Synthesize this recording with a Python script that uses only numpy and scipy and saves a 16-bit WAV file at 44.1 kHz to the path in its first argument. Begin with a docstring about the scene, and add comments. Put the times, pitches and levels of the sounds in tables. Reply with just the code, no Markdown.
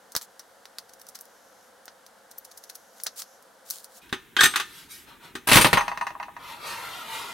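"""Opening a sheet-metal instrument case.

A small screwdriver ticks and rasps at a screw, and fingers brush the case. The chassis knocks free and
is dragged out in two loud scrapes, friction clicks ringing the modes of the steel sleeve. It rattles in
the emptying sleeve, then its circuit board slides along the wall. Heard close up in a small room."""
import sys
import numpy as np
from scipy import signal
from scipy.fft import rfft, irfft, next_fast_len
from scipy.io import wavfile
from scipy.ndimage import uniform_filter1d

SR = 44100
rng = np.random.default_rng(int(sys.argv[2]) if len(sys.argv) > 2 else 0)


def output_pcm(signal):
    """Save a mono or channel-first signal as 16-bit PCM at the path in sys.argv[1].

    Samples are clipped to [-1, 1] before scaling.
    """
    pcm = np.clip(np.atleast_2d(signal).T, -1, 1) * 32767
    wavfile.write(sys.argv[1], SR, np.round(pcm).astype(np.int16))


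N = 323314
RING_T = np.arange(SR // 2) / SR
ROOM_CHANGE_S = 4.01
FREE_S, EMPTY_S, LOOSE_S = 4.55, 5.45, 5.8  # chassis free, sleeve hollow, chassis rattling


def amp(db):
    """Decibels to gain."""
    return 10 ** (np.asarray(db) / 20)


def rms(x):
    """Root mean square."""
    return np.sqrt(np.mean(x ** 2)) + 1e-12


def decay(t60_s):
    """Exponential decay of a ring."""
    return np.exp(-np.log(1000) * RING_T / t60_s)


def add(out, start_s, x):
    """Mix x into out from start_s on."""
    i = max(int(start_s * SR), 0)
    out[:, i:i + x.shape[1]] += x[:, :max(N - i, 0)]


def band(x, lo_hz, hi_hz):
    """Band-pass whose neighbours sum flat."""
    count = x.shape[-1]
    hz = np.fft.rfftfreq(2 * count, 1 / SR) + 1
    return irfft(rfft(x, 2 * count) / (1 + (lo_hz / hz) ** 10) / (1 + (hz / hi_hz) ** 10))[..., :count]


def colour(x, eq):
    """Minimum-phase filter through (Hz, dB) points."""
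    half = next_fast_len(x.shape[-1])
    hz, db = np.transpose(eq)
    curve_db = np.interp(np.log(np.linspace(1, SR / 2, half + 1)), np.log(hz), db)
    cepstrum = irfft(curve_db * np.log(10) / 20)
    cepstrum[1:half] *= 2
    response = np.exp(rfft(cepstrum[:half], 2 * half))
    return irfft(rfft(x, 2 * half) * response)[..., :x.shape[-1]]


def stereo_noise(count, side_db=-8.5):
    """White noise; side_db sets its width."""
    mid, side = rng.standard_normal((2, count))
    return mid + amp(side_db) * side * np.array([[1], [-1]])


def wobble(count, lo_hz, hi_hz):
    """Band-limited random motion, unit RMS."""
    motion = band(rng.standard_normal(count), lo_hz, hi_hz)
    return motion / rms(motion)


def grit(count, spread_db):
    """Surface peaks catch and let go: dense clicks of uneven size."""
    noise = rng.standard_normal(count)
    sizes = np.repeat(rng.standard_normal(count // 32 + 1), 32)[:count]
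    clicks = noise * amp(spread_db * sizes)
    return clicks / rms(clicks)


def swell(start_s, peak_s, end_s, depth_db, curve, edge_s=0.0032):
    """Times and effort in dB of a hand stroke that builds and eases off."""
    t = np.arange(start_s, end_s, 1 / SR)
    off_peak = np.abs(np.interp(t, [start_s, peak_s, end_s], [-1, 0, 1]))
    grip = np.clip(np.minimum(t - start_s, end_s - t) / edge_s, 1e-3, 1)
    return t, -depth_db * off_peak ** curve + 20 * np.log10(grip)


def tilted(bands_hz, balance_db, tilt_db_oct):
    """Band levels in dB: harder contacts lean to the treble."""
    octaves = np.log2(np.prod(bands_hz, axis=1)) / 2
    return np.array(balance_db) + tilt_db_oct * (octaves - octaves[-2])


def strike(ring, bands_hz, bands_db):
    """A contact feeds the ring with its own peak level (over 4 ms) in each band."""
    peak_power = [uniform_filter1d(band(ring.mean(0), *edges) ** 2, 176).max() for edges in bands_hz]
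    centres_hz = np.sqrt(np.prod(bands_hz, axis=1))
    return colour(ring, np.column_stack([centres_hz, bands_db - 10 * np.log10(peak_power)]))


# Room noise before and after ROOM_CHANGE_S. Each row: frequency in Hz, gain in dB.
EARLY_ROOM_EQ = [(18, -71), (30, -28.5), (165, -22), (199, -12.5), (374, -18), (540, -2), (600, -13),
                 (666, -7), (988, -10.5), (1070, -13), (1540, -10.5), (2540, -26.5), (2980, -22),
                 (11400, -26.5), (16000, -36)]
LATE_ROOM_EQ = [(18, -34), (30, -0.5), (384, 1.5), (473, -2), (584, -15), (937, -5.5), (1280, -12),
                (1500, -2), (2830, -10), (3770, -11), (4530, -23), (9710, -17), (16000, -18.5)]


def room_air(early_db=-55.5, late_db=-55):
    """Steady room noise that switches abruptly to a bassier tone at about 4 s."""
    blend = np.clip((np.arange(N) / SR - ROOM_CHANGE_S) / 0.021, 0, 1)
    early, late = (colour(stereo_noise(N, -7.5), eq) for eq in (EARLY_ROOM_EQ, LATE_ROOM_EQ))
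    return (1 - blend) * early / rms(early[0]) * amp(early_db) + blend * late / rms(late[0]) * amp(late_db)


# Each row: time in seconds, relative level in dB.
HISS_LEVELS = [(1.2, -77), (1.3, -67), (1.68, -65), (1.74, -84), (2.4, -75), (2.55, -64), (2.9, -65.5),
               (3.35, -60.5), (3.42, -78)]


def thin_hiss(upper_db=-1):
    """Two narrow bands of hiss come and go while the screw is worked."""
    times_s, db = np.transpose(HISS_LEVELS)
    noise = stereo_noise(N)
    upper = band(band(noise, 10800, 12200), 10800, 12200)
    hiss = band(noise, 5900, 6100) + amp(upper_db) * upper
    return hiss / rms(hiss) * amp(np.interp(np.arange(N) / SR, times_s, db))


# Each row: start, peak and end in seconds, relative level in dB.
FINGER_STROKES = [(0.209, 0.214, .26, -40), (2.922, 3.023, 3.03, -51.5), (3.157, 3.188, 3.245, -35.5),
                  (3.65, 3.732, 3.83, -40.5), (3.824, 3.845, 3.86, -49), (3.893, 3.982, 4.0, -48.5)]
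# Each row: frequency in Hz, gain in dB.
SKIN_EQ = [(710, -68), (1200, -2), (1570, -17), (2650, -11), (4170, -1), (5970, -1), (7410, -0.5),
           (11800, -1.5), (16000, -6)]


def finger_brushes(gain_db=-1):
    """Dry skin over plated steel: a fine, crackly hiss."""
    out = np.zeros((2, N))
    for start_s, peak_s, end_s, db in FINGER_STROKES:
        t, effort_db = swell(start_s, peak_s, end_s, depth_db=15.5, curve=1.5)
        hiss = colour(grit(len(t), spread_db=5.5) + stereo_noise(len(t), 0) * amp(-4.5), SKIN_EQ)
        add(out, start_s, hiss / rms(hiss) * amp(db + effort_db + gain_db))
    return out


def bench_bump(start_s=0.164, db=-29, t60_s=0.006):
    """The hardest tick jolts the bench: one short, dull push."""
    out = np.zeros((2, N))
    push = colour(decay(t60_s)[None], [(20, -4.5), (60, -5.5), (600, -1), (2500, -8)])
    add(out, start_s, push / np.abs(push).max() * amp(db))
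    return out


# Tip on steel. Each row: frequency in Hz, gain in dB.
TIP_EQ = [(100, -28), (600, -8.5), (1500, -0.5), (2400, -6.5), (3200, -1), (4200, 10.5), (6000, 12.5),
          (7200, 2), (10000, 2), (16000, -4.5)]


def tip_ring(crack_t60_s, steel_db, steel_t60_s, room_db, room_t60_s):
    """A small, hard contact: a crack, a brief ring of steel, the room's tail."""
    tail = amp(steel_db) * decay(steel_t60_s) + amp(room_db) * decay(room_t60_s)
    crack = stereo_noise(len(RING_T), -20) * decay(crack_t60_s)
    return colour(crack + tail * stereo_noise(len(RING_T), -6), TIP_EQ)


# Each row: low and high edge in Hz.
TIP_BANDS_HZ = [(1000, 3200), (3500, 7000), (7500, 16000)]
# Each row: start in seconds, relative level in dB, tilt in dB per octave.
TIP_TICKS = [(0.1204, -48.5, 6.5), (0.1517, -26.5, -5.5), (0.1602, -41, -9), (0.1642, -21.5, 0),
             (0.1716, -32, 1), (0.2125, -47.5, -9), (0.3945, -42, 0), (0.6553, -44, -6),
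             (0.7849, -33.5, -2), (1.0675, -50, 2), (1.1894, -48.5, 2), (1.856, -54, 9), (1.88, -44.5, -10),
             (2.0645, -49, 0), (3.0007, -44.5, -6.5), (3.0357, -38, 12.5), (3.0633, -38, -9),
             (3.067, -27, -2.5), (3.1934, -39.5, 1), (3.2204, -35.5, -1.5), (3.4252, -59.5, 7),
             (3.702, -36, 8), (3.708, -30, 4), (3.8443, -44.5, 6)]


def screwdriver_ticks(balance_db=(-10, 0, -0.53)):
    """The screwdriver tip and the screw touch metal."""
    out = np.zeros((2, N))
    for start_s, db, tilt in TIP_TICKS:
        ring = tip_ring(crack_t60_s=0.0036, steel_db=-17.5, steel_t60_s=0.044, room_db=-26, room_t60_s=0.11)
        add(out, start_s, strike(ring, TIP_BANDS_HZ, db + tilted(TIP_BANDS_HZ, balance_db, tilt)))
    return out


# Each row: release in seconds, relative level in dB, tilt in dB per octave.
SCREW_TWISTS = [(.894, -55.5, -3), (0.936, -54, 1), (.997, -59, 3), (1.015, -52, 0), (1.088, -51, 5),
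                (1.153, -44.5, -1.5), (1.21, -56, 12.5), (1.254, -60.5, 3), (2.313, -52.5, 2),
                (2.382, -53, 8.5), (2.45, -50.5, 1.5), (2.515, -52.5, -2), (2.576, -51, 4.5),
                (2.639, -49.5, -1), (2.698, -43, -2.5), (2.753, -46.5, 2)]


def screw_rasps(balance_db=(-8.5, 0, 3.9), lead_s=0.0071, lead_db=-10, spread_db=4):
    """Each twist grinds up briefly, then the thread lets go in a spray of tiny catches."""
    out = np.zeros((2, N))
    count = int(lead_s * SR)
    for release_s, db, tilt in SCREW_TWISTS:
        ring = tip_ring(crack_t60_s=0.0059, steel_db=-3, steel_t60_s=0.041, room_db=-29.5, room_t60_s=0.54)
        lead = colour(stereo_noise(count) * np.linspace(0, amp(lead_db), count), TIP_EQ)
        rasp = np.hstack([lead, ring])
        catches = amp(spread_db * wobble(rasp.shape[1], 50, 810))
        bands_db = db + tilted(TIP_BANDS_HZ, balance_db, tilt)
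        add(out, release_s - lead_s, strike(rasp * catches, TIP_BANDS_HZ, bands_db))
    return out


# Each row: frequency in Hz, T60 in seconds, weight in dB with the sleeve full, then nearly empty.
SLEEVE_MODES = [ (106.5, 0.096, -30, -18), (249.7, 0.097, -2, -6), (323, 0.081, -4, -7),
                (378.4, 0.13, -0.5, -7.5), (748, 0.049, -16.5, -0.5), (820.5, 0.22, -12, 7),
                (944, 0.18, -28, 6.5), (972, 0.17, -17.5, 8), (1077, 0.091, -9.5, 8),
                (1177, 0.059, -2, -16), (1232, 0.22, -5.5, 5), (1422, 0.15, -15, -9.5),
                (1490, 0.094, -7, 0.5), (1582, 0.046, -1, -34.5), (1782, 0.41, -11, -2), (1869, 0.1, -5, 8),
                (2093, 0.073, -10.5, 5.5), (2523, 0.14, -6.5, 5.5), (2630, 0.31, -16, -5),
                (2680, .1, -29, 3), (3230, 0.081, -20, -14), (3400, 0.069, -35, -34),
                (3570, 0.21, -9, -5.5), (3790, 0.06, -3, -43), (3970, 0.13, -26, -1),
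                (4060, 0.35, -13, -23), (4480, 0.18, -25, -3), (5300, .1, -18, -30), (6210, 0.22, -5, -5),
                (8250, 0.27, -24, -25)]


def sleeve_ring(start_s, eq, modes_db, sheet_t60_s, treble_t60_s, room_db=-25, room_t60_s=0.65):
    """The sleeve's answer to a tap: distinct modes over a crowd of short ones, and the room's tail."""
    modes = np.zeros((2, len(RING_T)))
    for hz, t60_s, full_db, empty_db in SLEEVE_MODES:
        db = empty_db if start_s > EMPTY_S else full_db
        # each mode radiates its own way, so left and right differ in phase
        phase = np.pi * rng.integers(2) + 0.4 * rng.standard_normal() * np.array([[1], [-1]])
        modes += amp(db) / np.sqrt(t60_s) * decay(t60_s) * np.sin(2 * np.pi * hz * RING_T + phase)
    noise = stereo_noise(len(RING_T))
    treble = band(noise, 4000, SR)
    room = noise * amp(room_db) * decay(room_t60_s)
    crowd = colour((noise - treble) * decay(sheet_t60_s) + treble * decay(treble_t60_s) + room, eq)
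    return crowd / rms(crowd) + amp(modes_db) * modes / rms(modes)


# Each row: low and high edge in Hz.
FRICTION_BANDS_HZ = [(25, 500), (500, 1500), (1500, 4500), (4500, 17000)]


def friction(t, effort_db, bands_db, growth, eq, spread_db, spot_s=0.14, **ring_settings):
    """Friction clicks ring the sleeve; each band rises by its growth in dB per dB of effort."""
    out = np.zeros((2, N))
    clicks = grit(len(t), spread_db)
    # the contact travels over spots that each ring a little differently
    spots_s = np.linspace(t[0], t[-1], 2 + int((t[-1] - t[0]) / spot_s))
    for share in np.eye(len(spots_s)):
        weight = np.sqrt(np.interp(t, spots_s, share))
        touching = weight > 0
        ring = sleeve_ring(t[0], eq, **ring_settings)
        for edges, db, slope in zip(FRICTION_BANDS_HZ, bands_db, growth):
            pressure = weight[touching] * amp(db + slope * effort_db[touching])
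            sound = signal.fftconvolve(band(clicks[touching], *edges)[None] * pressure, ring)
            # energy radiated equals energy put in
            gain = np.sqrt(np.sum(pressure ** 2) / np.sum(sound.mean(0) ** 2))
            add(out, t[touching][0], sound * gain)
    return out


# Each row: frequency in Hz, gain in dB.
WALL_EQ = [(18, -49), (30, -31), (189, -5.5), (449, -14), (616, -14.5), (844, -14.5), (937, -1),
           (1010, -13), (1430, -8), (1630, -21.5), (1910, -15.5), (4420, -16), (7470, -18.5),
           (13000, -17.5), (16000, -28)]


def wall_slide(t, effort_db, bands_db):
    """Light, smooth rubbing along the sleeve wall; faster is brighter."""
    return friction(t, effort_db, bands_db, growth=(0.6, 0.7, 1, 1.3), eq=WALL_EQ, spread_db=0,
                    modes_db=-11, sheet_t60_s=0.048, treble_t60_s=0.046)


# Each row: start, peak and end in seconds, relative level in dB, tilt in dB per octave.
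CHASSIS_NUDGES = [(4.011, 4.017, 4.11, -56.5, -0.5), (4.64, 4.788, 4.88, -50.5, 2.5),
                  (4.884, 4.914, 5.05, -49.5, 5.5), (5.052, 5.087, 5.18, -52.5, -3),
                  (5.198, 5.245, 5.32, -49, -2.5)]


def chassis_nudges(balance_db=(-24, -7, 0, -3)):
    """The chassis is eased to and fro in short swells."""
    out = np.zeros((2, N))
    for start_s, peak_s, end_s, db, tilt in CHASSIS_NUDGES:
        t, effort_db = swell(start_s, peak_s, end_s, depth_db=14, curve=1.26)
        out += wall_slide(t, effort_db, db + tilted(FRICTION_BANDS_HZ, balance_db, tilt))
    return out


# Each row: time in seconds, relative level in dB.
BOARD_LEVELS = [(6.39, -57), (6.436, -48.5), (6.504, -44), (6.588, -51), (6.674, -38), (6.742, -39),
                (6.75, -41.5), (7.02, -43.5), (7.04, -46), (7.148, -37.5), (7.258, -43), (7.33, -43.5)]


def board_glide(nominal_db=-42, balance_db=(-16, 1, 0, -5.5)):
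    """The circuit board is drawn along the wall in one long movement."""
    times_s, db = np.transpose(BOARD_LEVELS)
    t = np.arange(times_s[0], times_s[-1], 1 / SR)
    return wall_slide(t, np.interp(t, times_s, db) - nominal_db, nominal_db + np.array(balance_db))


# Each row: start and rise in seconds, frequency in Hz, relative level in dB, T60 in seconds.
HIGH_MODES = [ (.395, .0006, 5800, -34, .035), (.785, .0006, 4750, -35, .04),
              (2.383, .003, 13500, -29, .025), (4.366, .0015, 3200, -14, .04),
              (4.438, .008, 7520, -23, .08), (4.448, .012, 8335, -25, .24), (4.454, .008, 6210, -23, .07),
              (5.592, .025, 8905, -20, .22), (5.750, .012, 8920, -37, .35), (5.752, .012, 3920, -30, .08),
              (5.775, .008, 6210, -28, .1), (6.012, .018, 8930, -48, .12)]


def singing_modes(gain_db=-2, beat_hz=38, partner_db=-8, flutter_db=3.5):
    """A tap or sliding edge drives one mode; it dies away unevenly, beating with a neighbour."""
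    out = np.zeros((2, N))
    for start_s, rise_s, hz, db, t60_s in HIGH_MODES:
        attack = np.minimum(RING_T / rise_s, 1)
        release = np.exp(-np.log(1000) * np.maximum(RING_T - rise_s, 0) / t60_s)
        phase = 2 * np.pi * hz * RING_T
        partner = amp(partner_db) * np.sin(phase + 2 * np.pi * (beat_hz * RING_T + rng.random((2, 1))))
        level = amp(db + gain_db + flutter_db * wobble(len(RING_T), 28, 150))
        add(out, start_s, (np.sin(phase) + partner) * attack * release * level)
    return out


# Each row: time in seconds, slip rate in Hz, relative level in dB.
SQUEAL_PATH = [(4.387, 1552, -11), (4.416, 1775, -21.5), (4.432, 1823, -26), (4.458, 1840, -15),
               (4.471, 1780, -24)]


def edge_squeal(gain_db=-2, jitter=0.013, octave_db=-6, flutter_db=3):
    """In the first pull an edge's slips fall into step: an unsteady rising tone with its octave."""
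    out = np.zeros((2, N))
    times_s, hz, db = np.transpose(SQUEAL_PATH)
    t = np.arange(times_s[0], times_s[-1], 1 / SR)
    slip_hz = np.interp(t, times_s, hz) * (1 + jitter * wobble(len(t), 30, 180))
    phase = 2 * np.pi * np.cumsum(slip_hz) / SR + np.array([[0.3], [-0.3]])
    flutter = amp(flutter_db * wobble(len(t), 30, 180))
    tone = (np.sin(phase) + amp(octave_db) * np.sin(2 * phase)) * flutter
    envelope = amp(np.interp(t, times_s, db) + gain_db) * signal.windows.tukey(len(t), 0.1)
    add(out, times_s[0], tone / rms(tone) * envelope)
    return out


# Weak sheet modes of the full, emptying and rattling sleeve. Each row: frequency in Hz, gain in dB.
FULL_EQ = [(18, -50), (30, -20), (374, -3.5), (600, -19), (801, -10), (1430, -3), (1810, -2.5), (2230, -9),
           (3670, -2.5), (4420, -8), (6210, -8), (6900, -9), (8300, -7), (9220, -8.5), (16000, -18.5)]
EMPTY_EQ = [(18, -38), (30, -6), (64, -11.5), (112, -2), (336, -5.5), (499, -7), (632, -3.5), (684, -11),
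            (962, -4), (1320, -4.5), (3490, -7.5), (6900, -18), (9220, -13.5), (14400, -19.5), (16000, -26)]
RATTLE_EQ = [(18, -62), (30, -36), (194, -0.5), (473, -43), (616, -6.5), (866, -16), (962, -1.5),
             (1430, -15.5), (1860, -3.5), (2290, -21.5), (2830, -12.5), (3310, -28), (6210, -23.5),
             (6900, -33), (16000, -39)]
# Each row: low and high edge in Hz.
KNOCK_BANDS_HZ = [(80, 500), (600, 1500), (1600, 4500), (5000, 16000)]
# Each row: start in seconds, relative level in dB, tilt in dB per octave, thump in dB.
CHASSIS_KNOCKS = [(4.093, -48.5, 3.5, -24), (4.1266, -21, -.5, -7), (4.366, -17, -1.5, -23),
                  (4.538, -27, -4, -33), (4.5587, -19, -.5, -29), (4.599, -26, 0, -28),
                  (5.353, -34.5, 1, 1), (5.4872, -20, 2.5, -8), (5.5154, -15, 0.5, -3.5),
                  (5.531, -15, 4.5, -19), (5.557, -12, 3, -0.5), (5.57, -12, 1, -6.5),
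                  (5.6125, -20.5, 4.5, -4), (5.6454, -14, -1, -4.5), (5.73, -15.5, -1, -7.5),
                  (5.7719, -19, -4.5, -19.5), (5.8082, -26, 1.5, -27), (5.8803, -28, 1, -21),
                  (5.9158, -36, -2.5, -16), (5.9742, -31.5, 2.5, -18), (6.0114, -31, -0.5, -20.5),
                  (6.068, -30.5, 2, -30), (6.1047, -42, 1, -14), (6.1517, -52, -10.5, -18),
                  (6.1997, -38, -2, -23), (6.2283, -37.5, 0.5, -28), (6.283, -55, -9.5, -15),
                  (6.3653, -43, -1, -20)]


def chassis_knocks(wedged_db=(1.5, -10.5, -1.5, -17), sliding_db=(0.5, -1.5, 0, -8),
                   loose_db=(0, 7.5, -1, -16.5)):
    """The chassis jumps free and catches; once loose it rattles hollowly between the walls."""
    out = np.zeros((2, N))
    for start_s, db, tilt, thump_db in CHASSIS_KNOCKS:
        if start_s > LOOSE_S:
            ring = sleeve_ring(start_s, RATTLE_EQ, modes_db=-1, sheet_t60_s=0.073, treble_t60_s=0.1,
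                               room_db=-24)
            ring *= 1 + 0.63 * decay(0.02)  # the struck spot sounds first and loudest
            balance_db = loose_db
        else:
            eq = EMPTY_EQ if start_s > EMPTY_S else FULL_EQ
            ring = sleeve_ring(start_s, eq, modes_db=-4, sheet_t60_s=0.11, treble_t60_s=0.092)
            balance_db = sliding_db if start_s > FREE_S else wedged_db
        bands_db = tilted(KNOCK_BANDS_HZ, balance_db, tilt)
        bands_db[0] = balance_db[0] + thump_db  # bass follows the blow's weight, not its hardness
        add(out, start_s, strike(ring, KNOCK_BANDS_HZ, db + bands_db))
    return out


# Each row: start, peak and end in seconds, relative level in dB.
PULLS = [(4.38, 4.448, 4.472, -15.5), (5.469, 5.555, 5.675, -20)]


def scrape(pull, curve, judder_db, balance_db, **friction_settings):
    """Metal dragged over metal, sticking and slipping unevenly."""
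    start_s, peak_s, end_s, db = pull
    t, effort_db = swell(start_s, peak_s, end_s, depth_db=10, curve=curve)
    effort_db += judder_db * wobble(len(t), 22, 70)
    return friction(t, effort_db, db + np.array(balance_db), **friction_settings)


def first_scrape():
    """The chassis grinds, then brightens as it jumps a little way out of the full sleeve."""
    return scrape(PULLS[0], curve=1.6, judder_db=1.5, balance_db=(-14, -10, 0, -4),
                  growth=(0.8, 0.5, 0.9, 1.8), spread_db=7,
                  eq=FULL_EQ, modes_db=-8, sheet_t60_s=0.099, treble_t60_s=0.069)


def second_scrape():
    """A longer pull drags the chassis clear; the sleeve sounds hollow."""
    return scrape(PULLS[1], curve=1.1, judder_db=2.2, balance_db=(-11, -3, 0, -1),
                  growth=(0.9, 0.6, 1, 1.1), spread_db=8,
                  eq=EMPTY_EQ, modes_db=-10.5, sheet_t60_s=0.04, treble_t60_s=0.06)


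def scene():
    """Screwdriver work, then the chassis is pulled out."""
    unscrewing = screwdriver_ticks() + bench_bump() + screw_rasps() + finger_brushes() + thin_hiss()
    pulling = chassis_knocks() + first_scrape() + second_scrape() + edge_squeal()
    sliding = chassis_nudges() + board_glide()
    pan_db = np.array([[0.25], [-0.25]])
    return (unscrewing + pulling + sliding + singing_modes() + room_air()) * amp(pan_db)


def record(dry, cutoff_hz=15950):
    """Clip at full scale, then low-pass steeply."""
    lowpass = signal.ellip(10, 0.2, 80, cutoff_hz, fs=SR, output="sos")
    return signal.sosfilt(lowpass, np.clip(dry, -1, 1))


dry = scene()
out = record(dry)
output_pcm(out)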